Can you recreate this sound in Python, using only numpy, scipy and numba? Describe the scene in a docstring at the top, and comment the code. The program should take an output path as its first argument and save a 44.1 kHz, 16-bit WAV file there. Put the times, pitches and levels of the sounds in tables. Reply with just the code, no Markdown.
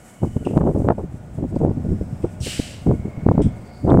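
"""A bus creeps across an open lot some way off, its engine humming, and lets out one short air-brake hiss.
The hiss is jet noise, dying as the pressure drops. A thin leak hisses throughout, valves spit now and
then, and friction sets the brakes singing faintly. Close by, turbulent gusts of wind
buffet the microphone, and the hardest eddies crack against it."""
import sys
import numpy as np
from scipy import signal
from scipy.fft import rfft, irfft
from scipy.io import wavfile
from scipy.ndimage import uniform_filter1d, minimum_filter1d
from numba import njit

SR = 44100
rng = np.random.default_rng(int(sys.argv[2]) if len(sys.argv) > 2 else 0)


def generate_wav(signal):
    """Clip the signal to [-1, 1] and save it as 16-bit WAV at the path in sys.argv[1]."""
    frames = np.transpose(np.atleast_2d(signal))
    scaled = np.clip(frames, -1, 1) * 32767
    pcm = np.round(scaled).astype(np.int16)
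    wavfile.write(sys.argv[1], SR, pcm)


N = 176400

# Engine and tyre noise. Each row: frequency in Hz, relative level in dB.
ENGINE_SPECTRUM = [(30, -27), (90, -12), (200, 6.5), (420, -4), (620, -1), (1000, -12), (1500, -17.5),
                   (2200, -21.5), (3000, -27), (4000, -32.5), (6000, -33.5), (8100, -35), (9600, -52.5),
                   (15500, -39.5)]
# Loudness of that noise. Each row: time in seconds, level in dB.
ENGINE_LEVEL = [(0, -49.5), (1.2, -45), (2, -43.5), (2.8, -44), (3.4, -40), (4, -46.5)]
# Steady whines of the bus. Each row: frequency in Hz, level in dB.
ENGINE_WHINES = [(1450, -65), (725, -60), (612, -60)]
# Turbulence before it is low-passed. Each row: frequency in Hz, relative level in dB.
WIND_SPECTRUM = [(15, -9), (30, -17), (60, -2.5), (115, -0.5), (230, -3), (450, -5), (900, -6.5),
                 (1800, -12.5), (4000, -3)]
# The breeze between gusts. 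Each row: time in seconds, level in dB.
BREEZE_LEVEL = [(0, -48.5), (.18, -52.5), (.23, -26), (.43, -38), (.9, -30), (1.1, -34), (1.26, -39),
                (1.4, -30.5), (1.7, -26.5), (2.1, -32), (2.7, -38), (3, -29.5), (3.15, -38.5),
                (3.42, -22.5), (3.55, -32), (3.67, -40.5), (3.79, -40.5), (3.88, -19), (4, -49)]
# Gusts. Each row: peak time and nominal half length in seconds, level in dB, rumble's upper edge in Hz.
WIND_GUSTS = [(0.233, 0.0099, -13.5, 550), (0.267, 0.0055, -19, 464), (0.364, 0.0058, -14, 443),
              (0.411, 0.0058, -21.5, 324), (0.469, 0.004, -14, 540), (0.547, 0.092, -22, 517),
              (0.57, 0.0074, -9, 534), (0.613, 0.0052, -13, 660), (0.643, 0.016, -16, 525),
              (0.675, 0.011, -14.5, 694), (0.698, 0.01, -15, 547), (0.758, 0.016, -16, 474),
              (0.802, 0.016, -16.5, 423), (0.858, 0.016, -15, 500), (0.899, 0.013, -12.5, 830),
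              (0.991, 0.012, -23.5, 770), (1.037, 0.0087, -21.5, 386), (1.144, 0.0056, -27, 274),
              (1.392, 0.015, -22.5, 497), (1.431, 0.007, -18, 515), (1.452, 0.0072, -21.5, 440),
              (1.527, 0.016, -24.5, 485), (1.564, 0.0042, -11, 513), (1.614, 0.01, -13, 590),
              (1.643, 0.011, -12, 514), (1.685, 0.017, -14.5, 510), (1.773, 0.0047, -18.5, 392),
              (1.793, 0.011, -23.5, 336), (1.856, 0.016, -21.5, 435), (1.908, 0.019, -14.5, 294),
              (1.939, 0.02, -23, 335), (2.015, 0.0074, -18, 370), (2.13, 0.0044, -18, 203),
              (2.245, 0.01, -16.5, 560), (2.416, 0.011, -21, 198), (2.472, 0.0064, -20.5, 570),
              (2.597, 0.0028, -11.5, 385), (2.876, 0.011, -10.5, 360), (2.904, 0.023, -12, 440),
              (2.996, 0.0051, -22.5, 238), (3.053, 0.0084, -23, 400), (3.077, 0.0079, -24.5, 414),
              (3.179, 0.0053, -22.5, 297), (3.233, 0.0078, -23.5, 263), (3.264, 0.0036, -8, 454),
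              (3.29, 0.0097, -6.5, 230), (3.313, 0.0036, -12, 560), (3.342, 0.013, -18.5, 410),
              (3.382, 0.0053, -8.5, 340), (3.403, 0.0092, -10, 520), (3.456, 0.015, -11.5, 250),
              (3.847, 0.012, -17, 370), (3.887, 0.021, -13, 890), (3.92, 0.0064, -4.5, 530),
              (3.948, 0.0083, -5.5, 470), (3.983, 0.017, -8.5, 380)]
# Hiss of the leak. Each row: frequency in Hz, relative level in dB.
LEAK_SPECTRUM = [(2000, -2), (3000, -11.5), (4200, -14), (5600, -9.5), (8200, -0.5), (9300, -8),
                 (11500, -11), (13000, -17), (15500, -20)]
# Loudness about which the leak flickers. Each row: time in seconds, level in dB.
LEAK_TREND = [(0, -54), (.04, -53.5), (.4, -55), (.56, -55), (.6, -59), (.86, -55), (.91, -62),
              (1.5, -62.5), (2.95, -59), (3.15, -66), (4, -57.5)]
# Brake resonances. Each row: peak time and half length in seconds, pitch and width in Hz, relative dB.
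BRAKE_TONES = [(.3, .3, 2970, 200, -68), (.2, .3, 2210, 100, -70), (3.13, .25, 2190, 130, -60),
               (3.65, .35, 2170, 140, -65), (3.75, .1, 4650, 700, -64), (2.05, .3, 5300, 600, -74)]
# The hardest eddies. Each row: time in seconds, peak in dB before filtering, upper edge in Hz.
EDDY_CRACKS = [(.233, -11, 1040), (0.471, -0.5, 960), (.5765, -1, 1860), (0.609, -9.5, 1460),
               (0.676, -4.5, 1030), (0.8873, 19, 1680), (0.905, 0.5, 1500), (0.912, -8, 1320),
               (1.562, -11, 870), (1.615, -6.5, 900), (2.243, -15.5, 900), (2.87, -4.5, 920),
               (2.913, -2.5, 1090), (3.288, 3.5, 1510), (3.315, -6, 970), (3.38, 1, 960), (3.404, -9, 1150),
               (3.919, 4.5, 1400), (3.942, 2, 1230), (3.948, 0, 1190), (3.973, 0.5, 1420), (3.991, 2, 950)]
# Valve spits. Each row: start in seconds, level in dB, decay in seconds, ring in Hz, ring in relative dB.
VALVE_SPITS = [(0.45, -50, 0.05, 2730, 4.5), (1.556, -53.5, 0.013, 4600, -3.5),
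               (1.587, -56, 0.011, 6800, -7), (2.22, -57.5, 0.14, 2460, -1.5), (2.403, -50, 0.047, 5700, 3),
               (3.419, -43, 0.035, 3340, -5), (3.902, -50, 0.004, 3560, 10.5)]
# Hiss of a spit. Each row: frequency in Hz, relative level in dB.
SPIT_SPECTRUM = [(1500, -7.5), (2600, 0), (3500, -2), (4300, -15.5), (4950, -2), (6800, -7.5), (8600, 5),
                 (9300, -9.5), (15000, -35)]
# The air-brake jet before it is high-passed. Each row: frequency in Hz, relative level in dB.
JET_SPECTRUM = [(1200, -8.5), (1700, -5), (2400, -3.5), (2700, 0), (2960, 3.5), (3350, -4), (4600, -3),
                (6600, -7), (8000, -3), (9500, -9.5), (12500, -20.5), (15500, -28)]


def undb(db):
    """Amplitude grows tenfold for every 20 dB."""
    return 10 ** (np.asarray(db) / 20)


def unit(x):
    """Normalisation scales a signal to rms 1."""
    return x / np.sqrt(np.mean(x ** 2))


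def curve(rows):
    """Linear interpolation joins (seconds, value) rows."""
    return np.interp(np.arange(N) / SR, *np.array(rows).T)


def noise(spectrum):
    """Spectral shaping colours white noise by (Hz, dB) rows; the result has rms 1."""
    hz, db = np.array(spectrum).T
    f = np.maximum(np.fft.rfftfreq(N, 1 / SR), 1)
    gain = undb(np.interp(np.log(f), np.log(hz), db))
    return unit(irfft(rfft(rng.standard_normal(N)) * gain, N))


def ring(hz, width_hz):
    """A resonance driven by noise passes one narrow band; the result has rms 1."""
    detuning = (np.fft.rfftfreq(N, 1 / SR) - hz) / (width_hz / 2)
    return unit(irfft(rfft(rng.standard_normal(N)) / (1 + detuning ** 2), N))


def cut(x, hz, kind, order=2):
    """A maximally flat filter passes the low or the high side of hz."""
    return signal.sosfilt(signal.butter(order, hz, kind, fs=SR, output="sos"), x)


@njit
def moving_lowpass(x, hz):
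    """Two integrators in a feedback loop form a low-pass whose edge can move."""
    y, band_state, low_state = np.empty(len(x)), 0., 0.
    for i in range(len(x)):
        g = np.tan(np.pi * hz[i] / SR)
        band = (band_state + g * (x[i] - low_state)) / (1 + g * (g + 1.3))
        y[i] = low_state + g * band
        band_state, low_state = 2 * band - band_state, 2 * y[i] - low_state
    return y


def engine():
    """Engine and tyres radiate broadband noise that grows as the bus nears, with faint narrowband whines."""
    hum = noise(ENGINE_SPECTRUM) * undb(curve(ENGINE_LEVEL))
    return hum + sum(undb(db) * ring(hz, width_hz=16) for hz, db in ENGINE_WHINES)


def wind(t):
    """Turbulent pressure rumbles on the microphone; gusts swell it and widen its spectrum upward."""
    breeze_edge_hz, fine_hz, burst_share = 211, 361, 0.88
    power = undb(curve(BREEZE_LEVEL)) ** 2
    weighted_edge = power * breeze_edge_hz
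    for at, half, db, hz in WIND_GUSTS:
        width = half * np.where(t < at, 0.71, 1.286)  # quick rise, slower fall
        gust = undb(db) ** 2 * np.exp(-((t - at) / width) ** 2)
        power, weighted_edge = power + gust, weighted_edge + gust * hz
    edge_hz = weighted_edge / power
    eddies = moving_lowpass(moving_lowpass(noise(WIND_SPECTRUM), edge_hz), edge_hz)
    # Intermittency: small eddies burst on the crests of large ones.
    large = cut(cut(eddies, fine_hz, "low")[::-1], fine_hz, "low")[::-1]  # zero phase
    crests = unit(cut(large ** 2, fine_hz / 2, "low"))
    eddies = large + (eddies - large) * unit(1 - burst_share + burst_share * crests)
    # The eddies are evened out over 34 ms, so breeze and gusts set the level.
    span = int(0.034 * SR)
    eddy_power = uniform_filter1d(uniform_filter1d(eddies ** 2, span), span // 2)
    return eddies / np.sqrt(eddy_power + 1e-12) * np.sqrt(power)


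def leak():
    """Air escaping through a small gap turns turbulent: a thin hiss whose level flickers."""
    flicker_db = 1.76 * unit(cut(rng.standard_normal(N), hz=11.3, kind="low"))
    return noise(LEAK_SPECTRUM) * undb(curve(LEAK_TREND) + flicker_db)


def brake_song(t):
    """Friction of the pads excites narrow resonances that swell and fade."""
    out = 0
    for at, half, hz, width_hz, db in BRAKE_TONES:
        swell = 1 / (1 + ((t - at) / half) ** 2)
        out = out + ring(hz, width_hz) * undb(db) * swell
    return out * undb(4)


def wind_cracks(t):
    """The hardest eddies strike as pressure impulses: a rounded thump, with a thin snap on the sharpest."""
    spike_s, snap_hz = 0.00032, 2065
    out = 0
    for at, db, hz in EDDY_CRACKS:
        spike = undb(db) * np.exp(-np.abs(t - at) / spike_s)
        thump = cut(spike, hz, "low", order=4)
        snap = spike * (hz / snap_hz) ** 10
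        out = out + thump + snap
    return cut(out, hz=300, kind="high", order=1)


def valve_spits(t):
    """Each valve opens with a pop, and its decaying puff of air excites the resonance of the port."""
    pop_db, pop_s = -9, 0.0019
    out = 0
    for at, db, decay_s, hz, ring_db in VALVE_SPITS:
        spit = noise(SPIT_SPECTRUM) + undb(ring_db) * ring(hz, width_hz=540)
        age = np.abs(t - at)
        envelope = np.exp(-age / decay_s) + undb(pop_db) * np.exp(-age / pop_s)
        out = out + spit * undb(db) * (t > at) * envelope
    return out


def air_brake(t):
    """A turbulent jet swells, holds and dies as the pressure drops; the treble comes and goes first."""
    start_s, rise_s, hold_s = 2.399, 0.049, 0.12
    closes_after_s, closing_db_per_s = 0.33, 52
    jet = rfft(unit(cut(noise(JET_SPECTRUM), hz=1460, kind="high", order=4)))
    f, out = np.fft.rfftfreq(N, 1 / SR), 0
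    centres_hz = np.geomspace(1500, 15000, 6)
    for hz, share in zip(centres_hz, np.eye(len(centres_hz))):
        band = irfft(jet * np.interp(f, centres_hz, share), N)
        lag_s = 0.042 * max(1 - hz / 4400, 0)  # bands below 4400 Hz start late
        age = t - start_s - lag_s
        draining_db_per_s = 49.5 + 13 * hz / 8800
        fall_db = draining_db_per_s * np.maximum(age - hold_s, 0)
        fall_db += closing_db_per_s * np.maximum(age - closes_after_s, 0)
        out = out + band * np.clip(age / rise_s, 0, 1) * undb(-fall_db)
    return out * undb(-31.5)


def scene():
    """By superposition, the near wind and the distant bus add in one channel."""
    t = np.arange(N) / SR
    buffeting = wind(t) + wind_cracks(t)
    bus = air_brake(t) + leak() + valve_spits(t) + brake_song(t) + engine()
    return (buffeting + bus)[None]


def record(dry):
    """A limiter turns down peaks near full scale, and a steep low-pass cuts the top."""
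    ceiling, top_hz, span = 0.95, 15700, SR // 200
    gain = minimum_filter1d(1 / np.maximum(np.abs(dry) / ceiling, 1), 2 * span)
    limited = dry * uniform_filter1d(uniform_filter1d(gain, span), span)
    return signal.sosfilt(signal.ellip(10, .1, 80, top_hz, fs=SR, output="sos"), limited)


dry = scene()
out = record(dry)
generate_wav(out)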